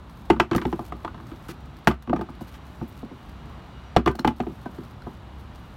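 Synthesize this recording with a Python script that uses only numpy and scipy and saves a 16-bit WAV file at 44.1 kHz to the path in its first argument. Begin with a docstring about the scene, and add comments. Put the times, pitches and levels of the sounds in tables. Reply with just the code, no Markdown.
"""Potatoes tossed into a bucket

Freshly dug potatoes land in a plastic bucket in three throws. Each hits with a hollow knock, sets
the bottom thudding, then bounces and bumps the others, while crumbs and small stones tick.
A hand rustles in crumbly soil, over a low outdoor rumble and a faint, distant whine."""
import sys
import numpy as np
from scipy import signal
from scipy.fft import rfft, irfft
from scipy.io import wavfile
from scipy.ndimage import uniform_filter1d

SR = 44100
rng = np.random.default_rng(int(sys.argv[2]) if len(sys.argv) > 2 else 0)


def transcribe(u):
    """Save the signal u as a 16-bit wav file named by the first command-line argument.

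    u: samples, shape (n,) or (channels, n), limited to [-1, 1]; the rate is SR.
    q: integer samples, one column per channel.
    """
    v = np.clip(np.atleast_2d(u).T, -1, 1)
    q = np.round(v * 32767).astype(np.int16)
    wavfile.write(sys.argv[1], SR, q)


N = 254016
TIME = np.arange(N) / SR
HIT_TIME = np.arange(SR // 3) / SR  # seconds since a hit began


# Potatoes landing and bumping; thud_db, crack_db and slap_db are added to level_db.
# start_s, level_db, thud_db, crack_db, slap_db, thud_hz, knock_hz
POTATO_HITS = [(0.301, -8, -2.5, -15, -12, 338, 790), (0.363, -33.5, 0, -14, -15, 228, 1310),
               (0.399, -9, -7, -9, -0.5, 365, 996), (0.513, -21, 3.5, -3, -17, 327, 770),
               (0.532, -26, 0, -4, -13, 334, 1110), (0.548, -18, 1.5, -21, -9, 202, 725),
               (0.58, -23.5, -4.5, -7, -2.5, 269, 1140), (0.616, -28.5, -1.5, -4, -13, 346, 1180),
               (0.652, -20, -2, -16, -9, 256, 840), (0.727, -23, -1.5, -19, -13.5, 365, 826),
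               (0.792, -25, -8, -25, -24, 340, 802), (0.922, -25.5, -12, -25, -12.5, 306, 1190),
               (1.047, -24, -11, -21, -10.5, 328, 1130), (1.077, -29, -20, -36, -11, 226, 1190),
               (1.145, -36.5, -8, -14, -24, 265, 1000), (1.178, -41.5, -5, -9, -19, 326, 1150),
               (1.201, -39, -9, -19, -23, 316, 1130), (1.316, -43, 5.5, -4.5, -14, 320, 1170),
               (1.488, -37.5, 1.5, -29, -18, 308, 1170), (1.873, -4, -4.5, -8.5, -8, 218, 878),
               (1.912, -17.5, -15, -14, -12, 221, 1180), (2.074, -33.5, 3.5, -12.5, -16, 230, 848),
               (2.095, -25.5, 5, -15.5, -9.5, 233, 1150), (2.13, -9.5, -7.5, -33, -23.5, 299, 687),
               (2.163, -28.5, -1.5, -13, -9, 225, 1160), (2.192, -28.5, 0.5, -20, -17, 396, 590),
               (2.211, -24.5, -6, -16.5, -25, 342, 710), (2.288, -35, -4.5, -33, -31, 258, 750),
               (2.41, -33.5, 0, -32, -26, 237, 752), (2.813, -35, 5, -34, -30, 234, 735),
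               (3.029, -37.5, 2.5, -27, -28, 235, 686), (3.11, -44.5, 5, -18, -24, 262, 820),
               (3.964, -3, -5, -15.5, -6, 403, 750), (4.0615, -11, -1.5, -7.5, -21, 276, 1160),
               (4.074, -5.5, -7.5, -15, -8, 366, 1054), (4.15, -28, -6, -35.5, -26, 223, 740),
               (4.189, -24, -0.5, -14, -16, 260, 815), (4.247, -7, -8.5, -18.5, -19, 345, 816),
               (4.274, -11, -6.5, -22, -8, 249, 740), (4.401, -17.5, -7, -22.5, -11.5, 253, 754),
               (4.467, -31.5, 3, -22, -13.5, 340, 880), (4.503, -49, 7.5, -18, -18, 260, 837),
               (4.658, -30, -3.5, -20, -22, 258, 780), (4.783, -47, 13.5, -5, -16, 315, 845),
               (5.067, -33, -1.5, -31, -30, 260, 700)]

def potatoes():
    """Each potato knocks, thuds and cracks, slaps and shoves as it flattens, then bounces softly."""
    out = np.zeros(N)
    for start_s, level_db, thud_db, crack_db, slap_db, thud_hz, knock_hz in POTATO_HITS:
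        blow = undb(-2.5) * knock(knock_hz) + undb(thud_db + 3) * thud(thud_hz)
        blow += undb(crack_db) * crack()
        add(out, start_s, undb(level_db) * blow)
        flat_s = start_s + .0055 * np.sqrt(undb(level_db))  # harder blows flatten for longer
        add(out, flat_s, undb(level_db + slap_db) * slap())
        shove_db = -8 - 11.5 * np.log2(thud_hz / 217)  # low thuds hit the middle and shove most
        add(out, flat_s, undb(level_db + thud_db + shove_db) * shove())
        bounce = knock(knock_hz) + thud(thud_hz) + undb(-13) * crack()
        bounce_s = start_s + .032 * (1 + .0604 * rng.standard_normal())
        add(out, bounce_s, undb(level_db - 22.5) * bounce)
    return out


# The tones of the bucket's wall: pitch_hz, level_db, ring_s
WALL_TONES = [(708, 14, 0.03), (820, 3, 0.021), (878, 6, 0.07), (1001, 2.5, 0.058), (1197, 6, 0.044),
              (1216, 13, 0.019), (1323, -10.5, 0.019), (1486, -11.5, 0.13), (1520, 13.5, 0.0078)]

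def knock(pitch_hz):
    """The bucket rings briefly under the potato's weight, then its wall rings on."""
    contact = np.sin(2 * np.pi * pitch_hz * HIT_TIME) * np.exp(-(HIT_TIME / .004) ** 2)
    wall = ring(WALL_TONES, pitch_hz, octaves=1, spill=.67, scatter_db=6, looseness=1.28)
    press = 1 - np.exp(-HIT_TIME / .0022)
    return unit_hit(press * (unit_hit(contact) + undb(3) * unit_hit(wall)))


# The tones of the bucket's bottom: pitch_hz, level_db, ring_s
BOTTOM_TONES = [(65.1, -11.5, 0.38), (116, -3.5, 0.1), (143.6, -7, 0.15), (183.2, 2, 0.076),
                (228.8, -4, 0.2), (253.4, -2, 0.081), (293, -1, 0.067), (332, 2, 0.074),
                (360.5, -2.5, 0.093), (379.3, 3, 0.043), (428, -18.5, 0.074), (471.6, -3.5, 0.044),
                (556, -16, 0.1)]

def thud(pitch_hz):
    """The heavy bottom takes a moment to get moving; the load of potatoes soon deadens it."""
    swing = ring(BOTTOM_TONES, pitch_hz, octaves=.13, spill=.77, scatter_db=0, looseness=1)
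    deadening = .6 + .45 * np.exp(-(HIT_TIME / .038) ** 2)
    rise = 1 - np.exp(-HIT_TIME / .004)
    delayed = np.interp(HIT_TIME - .003, HIT_TIME, swing * deadening * rise, left=0)
    return unit_hit(delayed)


# The noise of potato skin hitting plastic: pitch_hz, level_db
SKIN_NOISE = [(500, -48), (1200, 12), (1800, 0), (2300, -1.5), (2560, -4), (3000, -3), (3500, -17.5),
              (4500, -17), (6000, -24.5), (8000, -28), (10400, -37), (12500, -32.5), (16000, -49)]
# The wall's high, short tones: pitch_hz, level_db, ring_s
HIGH_WALL_TONES = [(1400, 1, 0.03), (1632, 10, 0.058), (1670, -33, 0.054), (1783, 3, 0.033),
                   (1976, 4.5, 0.035), (2217, -4.5, 0.069), (2540, -2, 0.021), (2900, 4.5, 0.027),
                   (3140, 0, 0.023), (3430, 13, 0.023), (3530, -5, 0.045), (3430, -14, 0.047),
                   (3720, 5, 0.07), (4095, -1.5, 0.2), (4180, -33, 0.051), (4370, 6.5, 0.027),
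                   (4660, -22, 0.068), (5260, -32, 0.058), (5560, 3, 0.045), (6400, -15, 0.049)]

def crack():
    """Gritty skin meets plastic: a burst of noise and high tones that die quickly."""
    noise = rng.standard_normal(len(HIT_TIME)) * (fade(.05) + .43 * fade(.17))
    burst = unit_hit(colour(noise, SKIN_NOISE))
    wall = ring(HIGH_WALL_TONES, 1800, octaves=.7, spill=.5, scatter_db=3, looseness=.98)
    return unit_hit(burst + undb(-1.5) * unit_hit(fade(.07) * wall))


def slap():
    """The skin flattens against the plastic: a snap and the wall's high tones."""
    snap = unit_hit(colour(rng.standard_normal(len(HIT_TIME)) * fade(.032), SKIN_NOISE))
    wall = ring(HIGH_WALL_TONES, 2300, octaves=.36, spill=.074, scatter_db=2, looseness=1.67)
    return undb(-4.5) * unit_hit(fade(.061) * wall) + undb(-4) * snap


def shove():
    """The potato's weight pushes the whole bucket into the ground: a few slow swings."""
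    swing = np.sin(2 * np.pi * 135 * HIT_TIME)
    rise = (1 - np.exp(-HIT_TIME / .0058)) ** 2
    return unit_hit(swing * fade(.061) * rise)


def echoes(sound):
    """A few close echoes inside the bucket, then a blur of them from the ground around it."""
    tail = rng.standard_normal(len(HIT_TIME)) * fade(.11, delay_s=.00836)
    tail = colour(tail, [(80, -4), (300, 2.5), (1200, -8), (4000, -4), (12000, -.5)])
    out = undb(-11.5) * signal.fftconvolve(sound, tail / np.linalg.norm(tail))[:N]
    bright = colour(sound, [(300, -15), (1500, -9), (16000, -5)])
    for delay_s, level_db in [(.0039, -4.5), (.0092, -17.5), (.0205, -64)]:
        add(out, delay_s, undb(level_db) * bright)
    return out


# Crumbs knocked loose: start_s, level_db
CRUMB_HITS = [(0.109, -57), (0.5488, -33), (0.562, -25), (1.361, -54), (1.878, -20), (2.0235, -42),
              (2.212, -43), (4.0604, -28.5), (4.113, -38), (4.154, -33), (4.1936, -30), (5.558, -51)]
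# Small stones hitting the wall: start_s, level_db
STONE_HITS = [(4.194, -26.5), (5.021, -45)]
# The tones of a stone's click: pitch_hz, level_db, ring_s
STONE_TONES = [(1460, 7.5, 0.038), (1750, -9, 0.031), (2810, -9, 0.032), (4000, -10, 0.033),
               (4180, 3, 0.033), (4530, -7, 0.046), (5320, -4, .04), (5530, -7.5, 0.031),
               (7700, -28, 0.034)]

def grit(trickles_per_s=10):
    """Loose crumbs tick, small stones click, and fainter crumbs trickle down at random."""
    out = np.zeros(N)
    for start_s, level_db in CRUMB_HITS:
        add(out, start_s, undb(level_db) * crumb())
    damping = np.exp(-(HIT_TIME / .008) ** 2)
    for start_s, level_db in STONE_HITS:
        click = ring(STONE_TONES, 4300, octaves=2.4, spill=1.6, scatter_db=6.5, looseness=1.2)
        add(out, start_s, undb(level_db) * unit_hit(damping * click))
    for start_s in TIME[rng.random(N) < trickles_per_s / SR]:
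        add(out, start_s, undb(-53.5 + rng.standard_normal()) * crumb())
    return out


# The noise of one crumb: pitch_hz, level_db
CRUMB_NOISE = [(600, 4), (1600, 9.5), (2700, -6), (4200, 1), (7000, -9.5), (10000, -9), (15000, -9)]

def crumb():
    """A hard crumb hits and skitters to rest."""
    burst = rng.standard_normal(len(HIT_TIME)) * (fade(.027) + .04 * fade(.07))
    return undb(-1.5) * unit_hit(colour(burst, CRUMB_NOISE))


# The hand pushing into the soil: start_s, length_s, level_db
HAND_DIGS = [(0.13, 0.23, -65.5), (0.595, 0.29, -57.5), (0.977, 0.1, -66), (1.217, 0.32, -62),
             (2.43, 0.14, -60.5), (2.656, 0.36, -62.5), (3.15, 0.18, -67.5), (3.48, 0.22, -82),
             (4.384, 0.53, -65), (5.062, 0.086, -68), (5.37, 0.072, -68), (5.57, 0.21, -69)]
# The noise of moving soil: pitch_hz, level_db
SOIL_NOISE = [(500, -31), (1500, 2), (4000, 1), (7000, -4), (10500, -4.5), (13000, -1.5), (16000, -6)]

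def digging(grains_per_s=1100, rise_s=.036, fall_s=.024):
    """Tiny grains of very unequal size give way under the hand in fits and starts."""
    sizes = undb(3.6 * np.minimum(rng.exponential(size=N), 4))
    grains = (rng.random(N) < grains_per_s / SR) * rng.standard_normal(N) * sizes
    hiss = .6 * rng.standard_normal(N)
    rustle = unit(colour(unit(grains) + hiss, SOIL_NOISE))
    movement = undb(-78)  # loose soil still settles between digs
    for start_s, length_s, level_db in HAND_DIGS:
        push = np.interp(TIME - start_s, [-rise_s, 0, length_s, length_s + fall_s], [0, 1, 1, 0])
        movement = movement + undb(level_db) * push
    return rustle * movement * undb(1.8 * drift(28) - 3.5)


# Quick finger strokes: start_s, length_s, level_db, brightness_db_per_octave
FINGER_STROKES = [(1.482, 0.033, -44.5, -3), (2.407, 0.016, -55, 2), (2.471, 0.022, -56.5, -3),
                  (2.538, 0.016, -49, -6.5), (2.875, 0.021, -57, 9)]

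def brushing():
    """Fingers brush so many grains at once that they blur into a short hiss."""
    out = np.zeros(N)
    for start_s, length_s, level_db, brightness in FINGER_STROKES:
        stroke = np.clip(HIT_TIME / .0035, 0, 1) * np.clip((length_s - HIT_TIME) / .011 + 1, 0, 1)
        curve = [(hz, db + brightness * np.log2(hz / 4000)) for hz, db in SOIL_NOISE]
        hiss = unit(colour(rng.standard_normal(len(HIT_TIME)), curve))
        add(out, start_s, undb(level_db) * stroke * hiss)
    return out


# The noise of the open air: pitch_hz, level_db
AIR_NOISE = [(15, -51), (28, -32), (45, -5), (70, -7.5), (110, -7.5), (190, -11.5), (260, -15.5),
             (480, -25), (800, -22), (1260, -24.5), (2200, -40.5), (3900, -39), (5000, -50), (8000, -56),
             (16000, -60)]

def outdoors(drone_hz=65.5, drone_width_hz=7):
    """A distant rumble and hiss waver a little, over a low drone."""
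    hz = np.arange(N // 2 + 1) * SR / N
    air = unit(irfft(rfft(rng.standard_normal(N)) * gain_at(hz, AIR_NOISE), N))
    drone_band = np.exp(-((hz - drone_hz) / drone_width_hz) ** 2)
    drone = unit(irfft(rfft(rng.standard_normal(N)) * drone_band, N))
    return undb(-43 + .69 * drift(2.42)) * air + undb(-47) * drone


# The tones of a faint whine, before it swells and sinks: pitch_hz, level_db
WHINE_TONES = [(2880, -64), (3840, -75), (4790, -74), (5760, -74)]
# How the hiss around the whine swells and sinks: time_s, change_db
HISS_SWELL = [(0, -9.5), (2.3, -3.5), (3.0, -4), (3.5, -3.5), (3.9, -1.5), (4.4, -6), (5.2, -5),
              (5.76, -3.5)]

def whine():
    """A thin, wavering tone in a soft hiss, far away; it swells more steeply than the hiss."""
    wavering_time = np.cumsum(1 + .003 * drift(25)) / SR
    tone = np.zeros(N)
    for pitch_hz, level_db in WHINE_TONES:
        tone += undb(level_db + 3 * drift(20)) * unit(np.sin(2 * np.pi * pitch_hz * wavering_time))
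    curve = [(300, -9), (900, 2.5), (2200, 2), (3800, -4), (5200, -15), (8000, -21), (16000, -46)]
    hiss = unit(colour(rng.standard_normal(N), curve))
    swell_db = np.interp(TIME, *np.transpose(HISS_SWELL))
    return undb(2.2 * swell_db) * tone + undb(swell_db - 54.5) * hiss


def ring(tones, centre_hz, octaves, spill, scatter_db, looseness):
    """A struck object's tones, each fading 60 dB in its ring_s; those near centre_hz are favoured."""
    pitch_hz, level_db, ring_s = np.transpose(tones)
    size, detune, lag = rng.standard_normal((len(pitch_hz), 3)).T
    favour = spill + np.exp(-(np.log2(pitch_hz / centre_hz) / octaves) ** 2)
    phase = looseness * lag[:, None]  # a rolling contact starts the tones out of step
    waves = np.sin(2 * np.pi * np.outer(pitch_hz * (1 + .018 * detune), HIT_TIME) + phase)
    decay = np.exp(-np.log(1000) * HIT_TIME / ring_s[:, None])
    return (favour * undb(level_db + scatter_db * size)) @ (waves * decay)


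def undb(db):
    """Turn decibels into a number to multiply by."""
    return 10 ** (np.asarray(db) / 20)


def unit(sound):
    """Set the average level (rms) to 1."""
    return sound / np.sqrt(np.mean(sound ** 2))


def unit_hit(sound):
    """Set the level of a hit's loudest 8 ms to 1."""
    return sound / np.sqrt(uniform_filter1d(sound ** 2, SR // 125).max())


def fade(ring_s, delay_s=0):
    """Stay silent for delay_s, then die away by 60 dB every ring_s."""
    return (HIT_TIME >= delay_s) * np.exp(-np.log(1000) * np.maximum(HIT_TIME - delay_s, 0) / ring_s)


def add(track, start_s, sound):
    """Mix a sound into the track."""
    first = max(int(start_s * SR), 0)
    track[first:first + len(sound)] += sound[:max(N - first, 0)]


def gain_at(hz, curve):
    """Read the gain at any pitch from a curve of (pitch_hz, level_db) points."""
    pitch_hz, level_db = np.transpose(curve)
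    return undb(np.interp(np.log(np.maximum(hz, 1)), np.log(pitch_hz), level_db))


def colour(sound, curve, size=1024):
    """Turn a sound's lows and highs up or down to follow the curve."""
    cepstrum = irfft(np.log(gain_at(np.arange(size // 2 + 1) * SR / size, curve)))
    cepstrum[1:size // 2] *= 2  # fold it so that nothing rings before the sound starts
    cepstrum[size // 2 + 1:] = 0
    return signal.fftconvolve(sound, irfft(np.exp(rfft(cepstrum))))[:len(sound)]


def drift(steps_per_s):
    """A smooth random wander, about 1 in size."""
    step = int(SR / steps_per_s)
    stairs = np.repeat(rng.standard_normal(N // step + 1), step)
    return unit(uniform_filter1d(stairs, step)[:N])


def scene():
    """The bucket, the soil and the open air, in one channel."""
    bucket = potatoes() + grit()
    return (bucket + echoes(bucket) + digging() + brushing() + outdoors() + whine())[None]


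def record(dry):
    """A limiter turns hard blows down at once and recovers slowly; the highest treble is cut."""
    ceiling, recovery_db_per_s, top_hz = .7, 16, 15800
    over_db = 20 * np.log10(np.maximum(np.abs(dry[0]) / ceiling, 1))
    recovered_db = recovery_db_per_s * TIME
    dip_db = np.maximum.accumulate(over_db + recovered_db) - recovered_db
    limited = dry * undb(-uniform_filter1d(dip_db, size=16))
    return signal.sosfilt(signal.ellip(10, .2, 80, top_hz, fs=SR, output="sos"), limited)


dry = scene()
out = record(dry)
transcribe(out)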